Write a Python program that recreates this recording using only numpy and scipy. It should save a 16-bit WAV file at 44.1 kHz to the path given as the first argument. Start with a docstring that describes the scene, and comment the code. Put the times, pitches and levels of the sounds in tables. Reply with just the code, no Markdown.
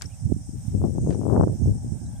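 """Crickets trill steadily on a lawn, over a faint distant rush, soft hiss and a thin camera whine.
Right at the start a button on the camera snaps. Gusts then buffet its two microphone ports, each
port on its own, with a low rumble, a flutter of small eddies and sharp thumps from large ones.
About a second in, a hand rubs the case once; the gusts hit hardest around 1.65 s, then ease.
Faint creaking squeaks come and go throughout."""
import sys
import numpy as np
from scipy import signal
from scipy.fft import rfft, irfft
from scipy.io import wavfile
from scipy.ndimage import uniform_filter1d

SR = 44100
rng = np.random.default_rng(int(sys.argv[2]) if len(sys.argv) > 2 else 0)


def wav_out(sig):
    """Save sig, one row per channel (or a flat mono array), as 16-bit PCM at SR to the path in sys.argv[1]."""
    wavfile.write(sys.argv[1], SR, np.round(np.clip(np.atleast_2d(sig).T, -1, 1) * 32767).astype(np.int16))


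N = 97020
T = np.arange(N) / SR
FREQ = np.maximum(np.fft.rfftfreq(N, 1 / SR), 1)


def undb(db):
    """Decibels to gain."""
    return 10 ** (np.asarray(db) / 20)


def unit(x):
    """Scale to rms 1."""
    return x / np.sqrt(np.mean(x ** 2))


def pan(db):
    """Left and right gains, with the left louder by db."""
    return undb(np.array([[db], [-db]]) / 2)


def swell(centre, width):
    """A bell-shaped fade in and out; centre and width (one sigma) in seconds."""
    return np.exp(-.5 * ((T - centre) / width) ** 2)


def strike(start_s, decay_s):
    """An instant attack with an exponential tail."""
    return (T >= start_s) * np.exp(-np.abs(T - start_s) / decay_s)


def noise(colour):
    """Noise shaped by rows of freq_hz, density_db (per Hz)."""
    hz, db = np.array(colour).T
    gain = undb(np.interp(np.log(FREQ), np.log(hz), db))
    return irfft(rfft(rng.standard_normal(N)) * gain, N) * np.sqrt(SR / 2)


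def walk(rate_hz):
    """A smooth random drift of rms 1 that turns about rate_hz times a second."""
    return unit(irfft(rfft(rng.standard_normal(N)) * np.exp(-(FREQ / rate_hz) ** 2), N))


def rough_note(pitch_hz, width_hz):
    """A narrow band of noise around a pitch."""
    phase = 2 * np.pi * np.cumsum(pitch_hz * np.ones(N)) / SR
    return walk(width_hz) * np.sin(phase) + walk(width_hz) * np.cos(phase)


def even(x, window_s=0.042):
    """Level out the slow swells of a texture and keep its quick ones."""
    size = int(window_s * SR)
    power = uniform_filter1d(uniform_filter1d(x ** 2, size), size)
    return x / np.sqrt(np.abs(power) + 1e-18)


def wash(colour, flicker_db, rate_hz):
    """A flickering bed of noise with its own colour on each side."""
    colour = np.array(colour)
    return np.array([noise(colour[:, [0, side]]) * undb(flicker_db * walk(rate_hz)) for side in (1, 2)])


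def air():
    """A faint, steady hiss."""
    # hiss colour: freq_hz, left_density_db, right_density_db
    colour = [(99.5, -61, -87), (394, -95, -104), (1130, -103, -104), (1700, -103, -104),
              (2700, -106, -108), (3600, -104, -108), (4500, -110, -112), (9900, -102, -103),
              (11400, -109, -109), (14300, -101, -115)]
    return wash(colour, flicker_db=-2.5, rate_hz=9.2)


def distant_rush():
    """A wide, far-off rush that slowly grows."""
    # colour at its loudest: freq_hz, density_db
    colour = [(250, -104), (450, -89.5), (600, -84.5), (820, -81.5), (1050, -102), (1300, -106),
              (1600, -101), (2200, -114), (4000, -122)]
    # slow fader ride: time_s, gain_db
    ride = [(0, -5), (.6, -5.5), (1.5, -1), (1.9, 0), (2.2, -1)]
    centre_share = 0.35  # of the power, heard alike on both sides
    centre = np.sqrt(centre_share) * noise(colour)
    sides = np.sqrt(1 - centre_share) * np.array([noise(colour), noise(colour)])
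    return (centre + sides) * undb(np.interp(T, *np.array(ride).T))


def insect_chorus():
    """Far insects blur into a high shimmer."""
    # chorus colour: freq_hz, left_density_db, right_density_db
    colour = [(4250, -120, -130), (5067, -92.5, -112), (5590, -86, -108), (5940, -88, -105),
              (6400, -89, -95.5), (7100, -100.5, -93), (8000, -94, -86), (9030, -103, -85.5),
              (9720, -108, -99), (9430, -120, -115)]
    return wash(colour, flicker_db=1.33, rate_hz=15)


def crickets():
    """Near crickets: each wing stroke is a short, rough, gliding note."""
    # one cricket a row: first_stroke_s, strokes_per_s, pitch_hz, sweep_hz (per stroke cycle),
    # relative_level_db, left_offset_db
    singers = [(.06, 12.45, 7830, -600, -59, -14), (.075, 11.7, 8780, 1000, -59, -12),
               (.04, 11.65, 9050, -900, -61, -11), (.045, 12.1, 8500, 1600, -62, -12)]
    wander_cycles, width_cycles, trim_db = .03, .11, -3.5
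    out = 0
    for first_s, strokes_per_s, pitch_hz, sweep_hz, level_db, left_db in singers:
        cycles = (T - first_s) * strokes_per_s + wander_cycles * walk(2)
        stroke = (cycles + .5) % 1 - .5  # zero at the peak of each stroke
        note = rough_note(pitch_hz + sweep_hz * stroke, width_hz=83)
        trill = unit(note * np.exp(-.5 * (stroke / width_cycles) ** 2))
        out = out + trill * undb(trim_db + level_db + np.array([[left_db], [0]]))
    return out


def squeaks():
    """Faint creaking squeaks, each a tone with a fast, uneven pitch wobble."""
    # squeaks: centre_s, pitch_hz, peak_db, width_s, left_minus_right_db
    notes = [(.060, 5560, -42, 0.0031, 14.5), (0.109, 2320, -65.5, 0.011, 12),
             (.123, 2840, -63, 0.0055, -8), (0.142, 2760, -63, 0.006, -7), (1.149, 5800, -52, .004, 13),
             (1.639, 6200, -53.5, 0.007, 6), (2.066, 3950, -66.5, 0.011, 7), (2.115, 3380, -72, .005, 0),
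             (2.123, 1600, -70.5, 0.12, 10), (2.167, 3380, -64.5, 0.0054, 5)]
    wobble_share = .035
    out = 0
    for centre_s, pitch_hz, peak_db, width_s, pan_db in notes:
        phase = 2 * np.pi * np.cumsum(pitch_hz * (1 + wobble_share * walk(133))) / SR
        out = out + np.sin(phase) * swell(centre_s, width_s) * undb(peak_db) * pan(pan_db)
    return out


def camera_whine():
    """The camera's thin whine: steady, high sine tones."""
    # whine tones: pitch_hz, left_rms_db, right_rms_db
    tones = [(7064, -70, -76), (7123, -75, -83), (10655, -82, -92)]
    return sum(np.sqrt(2) * np.sin(2 * np.pi * pitch_hz * T) * undb([[left_db], [right_db]])
               for pitch_hz, left_db, right_db in tones)


def button_snap():
    """The button snaps: one tight, bright burst of noise."""
    # snap colour: freq_hz, relative_density_db
    colour = [(1000, -14), (3000, -10), (5000, -5), (7000, 0), (8300, -2), (9500, -14), (14000, -18)]
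    burst = np.array([unit(noise(colour)) for side in (0, 1)])
    return burst * strike(start_s=.0204, decay_s=.0012) * undb(-20)


def case_clicks():
    """Lighter clicks and scuffs ring briefly in the camera body."""
    # touches on the case: start_s, relative_level_db, decay_s, left_minus_right_db
    touches = [(0.0119, -37, 0.0035, 6), (0.022, -35.5, 0.0064, 3), (0.04, -48, 0.013, 4),
               (1.105, -45.5, 0.0095, 7), (1.124, -49.5, 0.021, 4)]
    # colour of the case: freq_hz, relative_density_db
    colour = [(300, 12), (900, 4), (1500, 13), (2600, 3.5), (3800, 2.5), (5000, 4), (7000, 0.5),
              (9000, -19), (14000, -60)]
    out = 0
    for start_s, level_db, decay_s, pan_db in touches:
        sides = np.array([unit(noise(colour)) for side in (0, 1)])
        ring = 0.69 * sides + 0.61 * unit(noise(colour))
        out = out + ring * strike(start_s, decay_s) * undb(level_db) * pan(pan_db)
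    return out


def hand_rub():
    """The hand slides over the case: a soft, hissy scrape leading into the scuffs."""
    scrape = np.array([rough_note(pitch_hz=6500, width_hz=520) for side in (0, 1)])
    return scrape * swell(centre=1.066, width=0.078) * undb(-55.5)


def rumble(level_db):
    """The low body of the wind at a port."""
    # rumble colour: freq_hz, relative_density_db
    colour = [(20, -61), (35, -35), (50, -5), (75, 4.5), (105, 8.5), (150, 0.5), (210, -5), (300, -20.5),
              (500, -76)]
    return even(noise(colour)) * undb(level_db)


def flutter(level_db):
    """A stream of small eddies; they get sharper as the wind gets harder."""
    eddies_per_s, spread_db, low_cut_hz = 330, 4, 151.5
    arrivals = rng.random(N) < eddies_per_s / SR
    sizes = undb(spread_db * rng.standard_normal(N))
    eddies = arrivals * sizes * rng.choice([-1, 1], N)
    spectrum = rfft(eddies) / np.sqrt(1 + (low_cut_hz / FREQ) ** 8)
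    rolloff_hz = 260 * np.exp(0.0628 * (level_db + 26))  # 260 Hz at -26 dB, an octave up per 11 dB
    out = 0
    for band_hz in 70 * 2 ** (np.arange(18) / 3):  # third-octave bands
        band = np.maximum(1 - 3 * np.abs(np.log2(FREQ / band_hz)), 0)
        out = out + irfft(spectrum * band, N) * np.exp(-(band_hz / rolloff_hz) ** 1.236)
    return even(out) * undb(level_db)


def thumps(hits):
    """Each large eddy is one rounded pressure pulse; the port leaks its slowest part."""
    boost_db, leak_hz = 3.5, 66
    pressure = sum(peak * np.exp(-((T - centre_s) * 1000 / width_ms) ** 2)
                   for centre_s, peak, width_ms in hits)
    return undb(boost_db) * irfft(rfft(pressure) / (1 + (leak_hz / FREQ) ** 2), N)


def port_wind(gusts, hits):
    """Rumble, flutter and thumps at one port, all muffled by its opening."""
    time_s, rumble_db, flutter_db = np.array(gusts).T
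    body = rumble(np.interp(T, time_s, rumble_db))
    buffets = flutter(np.interp(T, time_s, flutter_db)) + thumps(hits)
    muffle = signal.butter(4, 2250, fs=SR, output="sos")
    return signal.sosfiltfilt(muffle, body + buffets)


def wind():
    """Each microphone port catches its own gusts and eddies."""
    # gust strength at each port: time_s, rumble_db, flutter_db
    left_gusts = [(0.0, -66, -60), (0.05, -58, -54), (0.19, -50, -82), (0.25, -28, -37), (0.3, -36, -48),
                  (0.41, -36, -39.5), (0.45, -58, -57), (0.49, -25.5, -66), (0.52, -38.5, -39),
                  (0.56, -28, -34), (0.61, -33.5, -58), (0.68, -56, -52), (0.71, -30.5, -38),
                  (0.75, -19, -26.5), (0.79, -21, -30.5), (0.85, -19, -21), (0.93, -25, -32),
                  (0.96, -24.5, -24.5), (1.01, -26, -29.5), (1.1, -27.5, -21.5), (1.13, -25, -26),
                  (1.24, -26.5, -25), (1.32, -18, -18.5), (1.44, -19, -19), (1.47, -28, -33),
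                  (1.5, -31, -26), (1.54, -39.5, -52.5), (1.63, -31.5, -50), (1.68, -12.5, -25),
                  (1.82, -34, -39.5), (1.85, -27, -30), (1.88, -30, -38), (1.91, -49, -44),
                  (2.01, -49, -46), (2.06, -29, -40), (2.19, -38, -41)]
    right_gusts = [(0.0, -49, -70), (0.05, -28, -35), (0.08, -37.5, -40.5), (0.16, -33.5, -68),
                   (0.18, -42, -60), (0.26, -16.5, -32.5), (0.28, -24.5, -35), (0.32, -23, -28),
                   (0.41, -35, -77), (0.55, -43.5, -60), (0.57, -27.5, -47), (0.6, -38.5, -55),
                   (0.68, -28, -39), (0.72, -29.5, -45), (0.85, -21.5, -32), (0.87, -34.5, -48),
                   (0.91, -32, -38.5), (0.94, -35, -57), (1.03, -19.5, -37), (1.08, -26, -29),
                   (1.19, -36, -40.5), (1.25, -27, -35), (1.28, -35, -45), (1.33, -29.5, -29),
                   (1.37, -29, -19), (1.4, -15.5, -20.5), (1.43, -24, -27), (1.54, -21, -28),
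                   (1.58, -39.5, -35.5), (1.62, -12.5, -28), (1.81, -34.5, -47.5), (1.93, -25.5, -33.5),
                   (1.99, -35.5, -38.5), (2.04, -29.5, -35), (2.14, -39.5, -69), (2.19, -29.5, -54)]
    # large eddies hitting each port: centre_s, relative_peak_pressure, width_ms
    left_hits = [(.493, -0.15, 1.43), (.751, -0.27, 0.89), (0.817, -0.094, 0.41), (.840, -0.19, 0.43),
                 (0.851, -0.46, 1.4), (.861, -0.13, 0.6), (0.885, -0.22, 0.88), (.983, -0.16, 0.46),
                 (1.065, 0.067, 0.42), (1.096, 0.48, 0.88), (1.107, -0.21, 0.61), (1.148, 0.11, 0.44),
                 (1.215, -0.12, 0.42), (1.234, -0.1, 0.42), (1.254, -0.13, 0.44), (1.267, 0.28, 0.45),
                 (1.299, -0.18, 0.36), (1.325, -0.5, 0.97), (1.343, -0.094, 0.48), (1.364, -0.24, 0.29),
                 (1.402, 0.28, 1.04), (1.411, -0.54, 0.36), (1.435, -0.14, 0.27), (1.680, .32, 1.77)]
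    right_hits = [(0.262, -0.044, 2.4), (0.318, 0.36, 2), (.321, -0.25, .66), (.324, -0.71, 1.14),
                  (.365, -0.21, 1.35), (.683, -0.29, 1.97), (1.378, -0.36, 0.54), (1.440, 0.33, 0.41),
                  (1.473, 0.51, 1.09), (1.474, -0.46, 0.68), (1.481, 0.064, 0.32), (1.622, -0.24, 1.47),
                  (1.659, 0.12, 0.58), (1.675, -0.36, 0.96), (1.922, -0.38, 1.72)]
    return np.array([port_wind(left_gusts, left_hits), port_wind(right_gusts, right_hits)])


def scene():
    """Wind over the lawn's steady bed, the camera's clicks, rub and whine, plus faint creaking squeaks."""
    gusts = wind()
    lawn = air() + insect_chorus() + crickets() + distant_rush()
    camera = button_snap() + case_clicks() + hand_rub() + camera_whine()
    return gusts + lawn + camera + squeaks()


def record(dry):
    """The camera cuts the deepest bass and the very top."""
    low_cut = signal.butter(3, 42, "high", fs=SR, output="sos")
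    high_cut = signal.ellip(10, .2, 80, 14300, fs=SR, output="sos")
    return signal.sosfilt(high_cut, signal.sosfilt(low_cut, dry))


dry = scene()
out = record(dry)
wav_out(out)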